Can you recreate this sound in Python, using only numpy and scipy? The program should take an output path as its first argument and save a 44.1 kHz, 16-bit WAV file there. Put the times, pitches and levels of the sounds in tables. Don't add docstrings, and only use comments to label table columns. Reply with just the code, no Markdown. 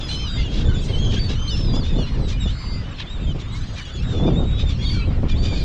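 import sys
import numpy as np
from scipy import signal
from scipy.fft import rfft, irfft, next_fast_len
from scipy.io import wavfile
from scipy.ndimage import uniform_filter1d, map_coordinates

SR = 44100
rng = np.random.default_rng(int(sys.argv[2]) if len(sys.argv) > 2 else 0)


def put_to_file(sound):
    columns = np.atleast_2d(sound).T
    safe = np.clip(columns, -1, 1)
    whole_steps = np.round(safe * 32767)
    wavfile.write(sys.argv[1], SR, whole_steps.astype(np.int16))


N = 248724

# frequency in Hz, gain in dB.
THROAT = [(1200, -11), (2000, -8.5), (2500, -4), (3000, 0), (3650, 2.5), (4400, -3.5), (6000, -8.5),
          (7500, -16), (8500, -33.5), (11000, -38.5), (14000, -61)]


def amp(db):
    return 10 ** (np.asarray(db) / 20)


def unit(x):
    return x / np.sqrt(np.mean(x ** 2) + 1e-20)


def along(points, hz):
    f, v = np.transpose(points)
    return np.interp(np.log(hz + 1), np.log(f + 1), v)


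def curves(rows):
    s, *columns = np.transpose(rows)
    t = np.arange(N) / SR
    return [np.interp(t, s, column) for column in columns]


def wobble(rate, size=N):
    knots = rng.standard_normal(int(size * rate / SR) + 4)
    return map_coordinates(knots, [np.arange(size) * rate / SR], order=2)


def coloured(x, points):
    m = next_fast_len(len(x) + 4096)
    gain = amp(along(points, np.fft.rfftfreq(m, 1 / SR)))
    return irfft(rfft(x, m) * gain, m)[:len(x)]


def rush(spectrum, patchy_db):
    z = signal.stft(rng.standard_normal(N), nperseg=512)[2]
    field = uniform_filter1d(rng.standard_normal(z.shape), 5, 0)
    field = uniform_filter1d(field, 8, 1)
    patchy = signal.istft(z * amp(patchy_db * unit(field)), nperseg=512)[1][:N]
    return unit(coloured(patchy, spectrum))


def add(track, s, sound):
    room = track[max(round(s * SR), 0):][:len(sound)]
    room += sound[:len(room)]


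def whistle(rows, octave_db, waver, shimmer_db):
    half_db, third_db = -33.5, -30
    fade = .005
    s, hz, db = np.transpose(rows)
    t = np.arange(s[0] - fade, s[-1] + fade, 1 / SR)
    pitch = uniform_filter1d(np.interp(t, s, hz), size=300)
    pitch = pitch * (1 + waver * wobble(120, size=len(t)))
    phase = 2 * np.pi * np.cumsum(pitch) / SR
    edge = np.clip(np.minimum(t - t[0], t[-1] - t) / (2 * fade), 0, 1) ** 2
    level = amp(np.interp(t, s, db) + shimmer_db * wobble(110, size=len(t))) * np.sqrt(2)
    flicker = amp(octave_db + 1.3 * shimmer_db * wobble(90, size=len(t)))
    overtones = flicker * (np.sin(2 * phase) + amp(third_db) * np.sin(3 * phase))
    main = np.sin(phase) * (1 + 2 * amp(half_db) * np.cos(phase / 2))
    return edge * level * (main + overtones)


def flock(count=560):
    # time in seconds, level in dB before the mix of calls and wash.
    flock_level = [(0, -39.5), (.9, -39.5), (1.4, -39.5), (2.2, -44), (2.9, -44), (3.3, -50), (3.7, -43.5),
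                   (4.4, -47.5), (4.85, -42.5), (5.2, -50.5), (5.64, -37)]
    calls_db, wash_db = -5.5, -7
    calls = np.zeros(N)
    for when, high, long, bend, loud, octave in rng.random((count, 6)):
        s = when * (N / SR + .1) - .1
        hz = 1500 * 3.6 ** high
        length = .012 + 0.05 * long ** 2
        db = -6 * loud
        arch = [(0, hz * (1 - 0.059 * bend), db + 2),
                (length / 3, hz, db),
                (length, hz * (1 - 0.13 * bend), db - 0.5)]
        add(calls, s, whistle(arch, 3 - 14 * octave, waver=0.013, shimmer_db=2.0))
    flatter_throat = [(f, 0.86 * g) for f, g in THROAT]
    chatter = amp(calls_db) * unit(coloured(calls, flatter_throat))
    wash = amp(wash_db) * rush(THROAT, patchy_db=3.5)
    return amp(curves(flock_level)[0]) * (chatter + wash)


def wind():
    # time in seconds, rumble level in dB, flutter level in dB.
    gusts = [(0.0, -26.5, -37), (0.35, -23.5, -40.5), (0.41, -17, -30), (0.5, -27, -33.5), (0.6, -14, -26),
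             (0.79, -20.5, -33), (1.01, -16.5, -26.5), (1.3, -21.5, -34.5), (1.42, -21.5, -40),
             (1.73, -17.5, -30.5), (1.9, -20, -33.5), (2.0, -18, -22), (2.08, -23, -39.5), (2.2, -18, -28),
             (2.33, -23, -38.5), (2.48, -17, -42.5), (2.58, -28.5, -45.5), (2.71, -21, -34),
             (2.86, -25, -39), (3.06, -31.5, -41), (3.29, -19, -33.5), (3.43, -28.5, -38.5),
             (3.53, -20.5, -41), (3.88, -30.5, -44.5), (3.95, -26.5, -41), (4.03, -19, -41),
             (4.24, -17, -17.5), (4.66, -19, -41), (5.23, -17.5, -29.5), (5.33, -17, -35.5),
             (5.5, -17.5, -27), (5.64, -21.5, -35)]
    # frequency in Hz, relative gain in dB.
    rumble_spectrum = [(8, -11), (20, 3), (30, 2), (42, 0.5), (70, -1), (125, -6), (200, -14), (300, -23.5),
                       (600, -85)]
    flutter_spectrum = [(76, -37.5), (130, 3), (171, 0.5), (397, -6.5), (502, -10.5), (1500, -35.5),
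                        (1950, -65), (3300, -120)]
    # time in seconds, reference level in dB for the burst and its kicks.
    puffs = [(0.598, -22.5), (1.299, -21.5), (1.683, -22), (1.737, -16), (1.766, -14.5), (1.99, -17.5),
             (2.19, -23.5), (2.228, -27), (2.456, -22), (3.35, -23), (4.076, -23.5), (4.198, -15.5),
             (4.222, -20.5), (4.278, -9), (4.319, -23), (4.368, -20.5), (4.394, -14.5), (4.428, -20),
             (4.627, -22.5), (5.102, -20), (5.179, -22.5), (5.231, -13.5), (5.527, -19)]
    # frequency in Hz, gain in dB.
    kick_spectrum = [(120, -26), (350, -3), (750, -1), (1400, -11), (2300, -60)]
    kick_db, kick_gap = 22, .011

    rumble_db, flutter_db = curves(gusts)
    lumps = wobble(30)
    rumble = unit(np.tanh(0.24 * amp(0.55 * lumps) * rush(rumble_spectrum, patchy_db=0.6)))
    gusting_db = 3.53 * np.tanh(lumps) + 3.4 * np.tanh(wobble(90))
    flutter = unit(amp(gusting_db) * rush(flutter_spectrum, patchy_db=0.06))

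    bursts, kicks = np.zeros(N), np.zeros(N)
    swell = np.sin(np.pi * np.linspace(0, 1, round(0.043 * SR)) ** 0.5) ** 2
    order = np.arange(4)
    for s, db in puffs:
        add(bursts, s - .004, amp(db - 6) * swell)
        draw = rng.uniform(-1.2, 1, 4)
        at = s + .002 + kick_gap * (order + .3 * draw * order ** .5)
        sizes = amp(db + kick_db - 2.5 * order) * np.sign(draw)
        add(kicks, 0, np.bincount((at * SR).astype(int), sizes))
    sharp = unit(amp(3 * np.tanh(wobble(140))) * rush(flutter_spectrum, patchy_db=2))
    steady = amp(rumble_db) * rumble + amp(flutter_db) * flutter
    return steady + bursts * sharp + coloured(kicks, kick_spectrum)


def sea():
    # frequency in Hz, relative gain in dB.
    sea_spectrum = [(290, -37), (500, -4), (718, -6), (1270, -3.5), (1790, -6.5), (2690, -8), (3560, -13),
                    (5180, -28), (7350, -27.5), (8170, -34), (10600, -64), (12500, -88.5), (18000, -120)]
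    level_db = -45 + 0.23 * wobble(2.7)
    return amp(level_db) * rush(sea_spectrum, patchy_db=3.5)


def whistles():
    # start in seconds,
    # length in seconds, first, middle and last frequency in Hz, level at the middle in dB,
    # swell from start to end in dB, octave over the main line in dB.
    whistled_lines = [(.003, 0.1, 3550, 3380, 3600, -42, -19, -20),
                      (0.028, 0.059, 4930, 5060, 4840, -40.5, -1, -26),
                      (0.086, 0.085, 2810, 3070, 2950, -35, 12, -11),
                      (0.167, 0.12, 2990, 3130, 2860, -34.5, 0, -13.5),
                      (0.087, 0.1, 4130, 4074, 4130, -33.5, -10, -23),
                      (0.151, 0.11, 5020, 5310, 4960, -42, -6, -31),
                      (0.249, 0.12, 5040, 4770, 4780, -41.5, 3, -36),
                      (0.356, 0.088, 4810, 4780, 4340, -41, -1, -34),
                      (0.16, 0.14, 4180, 4140, 3850, -41.5, 3, -31),
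                      (0.27, 0.048, 3770, 3710, 3600, -36.5, 1, -25),
                      (0.3, 0.082, 3800, 3780, 3560, -37.5, 5, -16),
                      (0.368, 0.057, 2094, 2100, 2060, -40.5, -3, -45),
                      (0.432, 0.053, 2910, 2890, 2760, -38.5, -2, -30),
                      (0.441, 0.052, 3500, 3370, 3000, -41, 4, -18),
                      (0.489, 0.055, 3280, 3240, 3370, -42, -7, -18),
                      (0.649, 0.071, 3600, 3480, 3540, -40.5, -7, -13),
                      (.74, 0.067, 3620, 3470, 3560, -40, -3, -12),
                      (0.802, 0.043, 3650, 3360, 3120, -42.5, 8, -9),
                      (0.684, 0.072, 3010, 3030, 3000, -48, -1, -23),
                      (0.972, 0.1, 4250, 4180, 3980, -48, 0, -30),
                      (0.681, 0.093, 1493, 1500, 1540, -45, -10, -6),
                      (0.8, 0.058, 3600, 4040, 4040, -53, 1, -0.5),
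                      (0.855, 0.15, 4100, 4090, 3770, -56.5, -1, -3.5),
                      (0.932, 0.061, 3130, 3054, 3240, -33, -9, -24),
                      (0.983, 0.094, 3230, 3220, 3100, -35.5, 3, -11.5),
                      (1.059, 0.091, 3120, 3125, 2860, -37.5, 0, -17),
                      (1.017, 0.18, 3360, 3317, 3260, -40, -5, -13),
                      (1.162, 0.033, 3200, 3220, 3680, -31, -2, -15),
                      (1.165, 0.032, 1600, 1630, 1780, -38.5, -1, -30),
                      (1.19, 0.1, 4570, 4570, 4380, -33, -6, -35),
                      (1.352, 0.21, 2850, 3145, 2700, -37, 6, -10.5),
                      (1.474, 0.037, 3920, 4380, 4580, -31.5, 1, -31),
                      (1.49, 0.066, 3950, 3570, 3560, -35.5, -2, -19),
                      (1.503, 0.2, 4980, 5340, 4790, -37.5, -7, -31.5),
                      (1.69, 0.091, 4870, 4820, 4970, -40.5, 3, -39),
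                      (1.759, 0.086, 5050, 4870, 3850, -39, -5, -36),
                      (1.67, 0.055, 3950, 3880, 4060, -42, 0, -30),
                      (1.629, 0.084, 3720, 3630, 3540, -45, 2, -30),
                      (1.729, 0.075, 3300, 3480, 3410, -37.5, -1, -13.5),
                      (1.83, 0.12, 3430, 3680, 3390, -41, -4, -27),
                      (1.927, 0.045, 3440, 3520, 3760, -41, 0, -18),
                      (1.954, 0.084, 3500, 3510, 3060, -39, 3, -17.5),
                      (1.961, 0.09, 4000, 4430, 3900, -44, 8, -25),
                      (2.037, 0.15, 4030, 4240, 4170, -49, -10, -26),
                      (2.184, 0.11, 4220, 3970, 3750, -46.5, 12, -18),
                      (1.98, 0.086, 2950, 2890, 2700, -39.5, -2, -13),
                      (2.319, 0.062, 2440, 2394, 2530, -42.5, -3, -8),
                      (2.358, 0.088, 2900, 2980, 2720, -47, 2, -37),
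                      (2.398, 0.052, 3830, 3780, 3680, -35.5, 3, -11),
                      (2.448, 0.07, 3720, 3480, 4070, -37, -6, -20),
                      (2.472, 0.053, 2850, 3040, 3050, -45.5, -27, -12),
                      (2.532, 0.16, 4840, 4890, 4780, -48, 17, -30),
                      (2.68, 0.138, 4720, 4780, 4730, -43.5, -3, -33),
                      (2.519, 0.27, 7240, 7270, 7040, -59, 0, -38),
                      (2.52, 0.24, 4270, 4490, 4450, -44, 4, -37),
                      (2.534, 0.3, 2110, 2143, 1950, -50, 9, -31),
                      (2.834, 0.14, 2880, 3010, 2940, -52, -4, -23),
                      (3.053, 0.049, 3350, 3520, 3660, -42.5, 4, -28),
                      (3.096, 0.081, 3620, 3805, 3460, -40, -5, -18.5),
                      (3.178, 0.096, 3460, 3680, 3390, -48, 6, -12),
                      (3.268, 0.058, 3530, 3600, 3200, -47, 3, -14),
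                      (3.263, 0.065, 3210, 3170, 2930, -41, 2, -21),
                      (3.418, 0.053, 3650, 3500, 3600, -47.5, -6, -14),
                      (3.466, 0.059, 3600, 3740, 3680, -48, 4, -27),
                      (3.517, 0.036, 3800, 3940, 4070, -43, -3, -13),
                      (3.667, 0.09, 6530, 6460, 6570, -58, -4, -35),
                      (3.562, 0.038, 3790, 3900, 4100, -46, -2, -18),
                      (3.529, 0.047, 2020, 2150, 2230, -45, 0, -30),
                      (3.614, 0.04, 3950, 4050, 4180, -47, -6, -19),
                      (3.668, 0.031, 4000, 4040, 4150, -52, 0, -12),
                      (3.893, 0.039, 3400, 3480, 3400, -44, 0, -16),
                      (3.583, 0.052, 6300, 6200, 6440, -56, -5, -40),
                      (3.638, 0.13, 5000, 4880, 4900, -55, 0, -40),
                      (3.73, 0.025, 3950, 3870, 3800, -52, 0, -9),
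                      (3.759, 0.049, 2300, 2410, 2220, -43.5, 11, -28),
                      (3.772, 0.14, 3150, 2940, 2840, -44.5, -2, -13),
                      (3.847, 0.052, 3400, 3320, 3240, -43.5, -2, -10),
                      (3.935, 0.073, 3420, 3380, 3130, -42, -12, -10),
                      (3.962, 0.045, 4500, 4300, 4480, -47, -2, -30),
                      (3.997, 0.04, 2570, 2690, 2860, -43.5, -4, -10),
                      (4.025, 0.12, 3700, 3780, 3540, -43, 10, -15),
                      (4.146, 0.098, 3626, 3430, 3587, -37, 0, -28),
                      (4.232, 0.1, 3555, 3470, 3080, -42, -18, -30),
                      (4.285, 0.076, 3640, 3610, 3500, -47.5, 15, -17),
                      (4.351, 0.071, 3450, 3750, 3630, -36, -2, -22),
                      (4.418, 0.12, 3660, 3790, 3750, -43.5, 1, -19.5),
                      (4.525, 0.13, 3730, 3840, 3660, -40.5, -5, -32),
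                      (4.655, 0.05, 3640, 3590, 3570, -37.5, 4, -18),
                      (4.501, 0.13, 3555, 3380, 3690, -43, 22, -25),
                      (4.724, 0.065, 4420, 4260, 4540, -49, -4, -40),
                      (4.786, 0.13, 3260, 3350, 3130, -38, 3, -18),
                      (4.809, 0.054, 2096, 2166, 2300, -44, 1, -36),
                      (4.821, 0.04, 4050, 4360, 4450, -38.5, 0, -26),
                      (4.847, 0.079, 4530, 4480, 4610, -34, 5, -31),
                      (4.918, 0.13, 4650, 4200, 3870, -40, -12, -27),
                      (4.844, 0.039, 4020, 3600, 4020, -33.5, 2, -34),
                      (4.886, 0.018, 3900, 3670, 3400, -32.5, 14, -32),
                      (4.899, 0.13, 3500, 3210, 3170, -43, -8, -23),
                      (4.9, 0.03, 2120, 2220, 2300, -43.5, -2, -10),
                      (4.941, 0.15, 2320, 2326, 2300, -46, -16, -8),
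                      (4.944, 0.11, 1560, 1364, 1310, -44, -4, -34),
                      (5.008, 0.057, 2700, 2576, 2740, -40, -10, -46),
                      (5.045, 0.071, 4260, 3950, 3570, -50, -1, -25),
                      (5.293, 0.056, 2400, 2410, 2370, -40.5, 0, -10),
                      (5.313, 0.024, 3560, 3400, 3300, -37.5, -10, -15.5),
                      (5.333, 0.044, 3380, 3440, 3950, -41.5, 13, -18),
                      (5.374, 0.18, 4420, 4690, 4460, -41.5, -4, -33),
                      (5.524, 0.053, 4460, 4560, 4360, -43, -1, -35),
                      (5.569, 0.071, 4400, 4360, 4450, -43, -3, -31),
                      (5.379, 0.23, 6800, 6930, 6680, -55.5, 9, -49),
                      (5.49, .14, 3560, 3660, 3620, -48, -8, -12),
                      (5.483, 0.042, 3000, 3200, 3520, -46, 9, -28),
                      (5.465, 0.086, 2340, 2430, 2220, -42, 1, -45),
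                      (5.55, 0.1, 4850, 4820, 4690, -44.5, -1, -33),
                      (5.557, 0.11, 2445, 2400, 2310, -44, -5, -50)]
    soft_ends_db = -3
    out = np.zeros(N)
    u = np.linspace(-1, 1, 9)
    for s, length, first, middle, last, db, swell_db, octave_db in whistled_lines:
        hz = middle + (last - first) / 2 * u + ((first + last) / 2 - middle) * u ** 2
        level_db = db + swell_db * u / 2 + soft_ends_db * u ** 2
        rows = np.transpose([s + length * (u + 1) / 2, hz, level_db])
        hoarse = (3500 / first) ** 2
        line = whistle(rows, octave_db, waver=0.005 * hoarse, shimmer_db=1.5 * hoarse ** .5)
        add(out, s - .005, line)
    return out


def rasps():
    # time of the peak in seconds, fall after it in seconds (the rise takes 0.6 of that),
    # level in dB before the swell, pitch at the peak in Hz, half-pitch lines in dB, roughness from 0 to 1,
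    # treble tilt in dB per octave between 3200 and 7000 Hz.
    harsh_calls = [(0.109, 0.09, -33.5, 991, 5, 0.87, 1), (0.401, .06, -34.5, 1404, 0, 0.45, -16),
                   (0.561, 0.13, -34.5, 1138, 1, 0.8, -2), (0.851, 0.043, -43, 1166, -1, 0.2, 20),
                   (0.897, 0.041, -36.5, 1092, -8, 0, -9), (1.14, 0.085, -32, 1181, 0, 0.81, -2.5),
                   (1.31, 0.055, -30.5, 1124, 4, 0.52, -4), (1.575, 0.092, -39, 1134, 5, 0.9, -1),
                   (1.754, 0.027, -37.5, 1135, 0, 0, 4), (1.866, 0.076, -38.5, 1202, -4, 0.76, -3.5),
                   (2.074, 0.048, -38.5, 997, -2, 0.07, -11), (2.297, 0.062, -35, 1074, -1, 0.69, 4.5),
                   (2.502, 0.05, -39, 1035, -6, 0.7, -5), (3.002, 0.05, -31, 1099, 1, 0.7, -14),
                   (3.406, 0.035, -40, 1153, -5, 0.74, 1.5), (3.565, 0.058, -43.5, 1246, 2, 0.5, 8),
                   (3.777, 0.072, -40, 1244, -2, 0.7, 1), (4.143, 0.17, -45, 1404, -3, 0.6, 3),
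                   (4.276, 0.037, -36, 1215, -20, 0.18, -11), (4.602, .05, -33.5, 1257, -9, 0.64, -7.5),
                   (4.705, 0.041, -33, 1174, -8, 0.7, -4.5), (4.829, .04, -39, 1176, -11, 0.16, -1),
                   (4.923, 0.14, -40, 1150, -5, 0.65, 0), (5.3, 0.039, -35, 1232, 1, 0.7, -7),
                   (5.455, 0.075, -33, 1218, -7, 0.75, -1), (5.545, 0.11, -40.5, 1200, -10, 0.73, -5)]
    out = np.zeros(N)
    lines = np.arange(2, 20)[:, None]
    for s, length, db, hz, half_db, rough, bright_db in harsh_calls:
        u = np.linspace(-.6, 1, round(1.6 * length * SR))
        rough = np.clip(rough, 0, 1)
        arch = 1 - np.where(u < 0, .55, .15) * u ** 2
        pitch = hz * arch * (1 + .02 * rough * wobble(250, size=len(u)))
        half_phase = np.pi * np.cumsum(pitch) / SR
        random_curves = wobble(250, size=2 * lines.size * len(u))
        shake, tremble = random_curves.reshape(2, lines.size, -1)
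        sizes = amp(half_db * (lines % 2) + 4.5 * rough * tremble)
        voice = np.sum(sizes * np.sin(lines * half_phase + 2.7 * rough * shake), axis=0)
        voice *= amp(3 * rough * wobble(200, size=len(u)))
        voice += 2.4 * rough * rng.standard_normal(len(u))
        throat = [(f, g + bright_db * np.log2(np.clip(f, 3200, 7000) / 3600)) for f, g in THROAT]
        swell = np.cos(np.pi / 2 * np.where(u < 0, u / u[0], u)) ** 2
        add(out, s + u[0] * length, amp(db) * unit(coloured(voice, throat)) * swell)
    return out


def squabble(count=90):
    # first chirp from and last chirp until in seconds, level of the loudest chirps in dB.
    start, end, db = (3.46, 4.03, -53)
    out = np.zeros(N)
    for when, high, bend, loud in rng.random((count, 4)):
        hz = 3000 * 1.65 ** high
        chirp_db = db - 6 * loud
        chirp = [(0, hz, chirp_db), (.022, hz * (.97 + .08 * bend), chirp_db)]
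        sound = whistle(chirp, -9 - 16 * high, waver=.009, shimmer_db=4)
        add(out, start + when * (end - start), sound)
    return out


def scene():
    birds = flock() + whistles() + rasps() + squabble()
    return (birds + wind() + sea())[None]


def record(dry):
    top_hz = 15700
    rounded = dry / (1 + np.abs(dry / .52) ** 4) ** (1 / 4)
    m = next_fast_len(N + 4096)
    kept = np.fft.rfftfreq(m, 1 / SR) < top_hz
    return irfft(rfft(rounded, m) * kept, m)[:, :N]


dry = scene()
out = record(dry)
put_to_file(out)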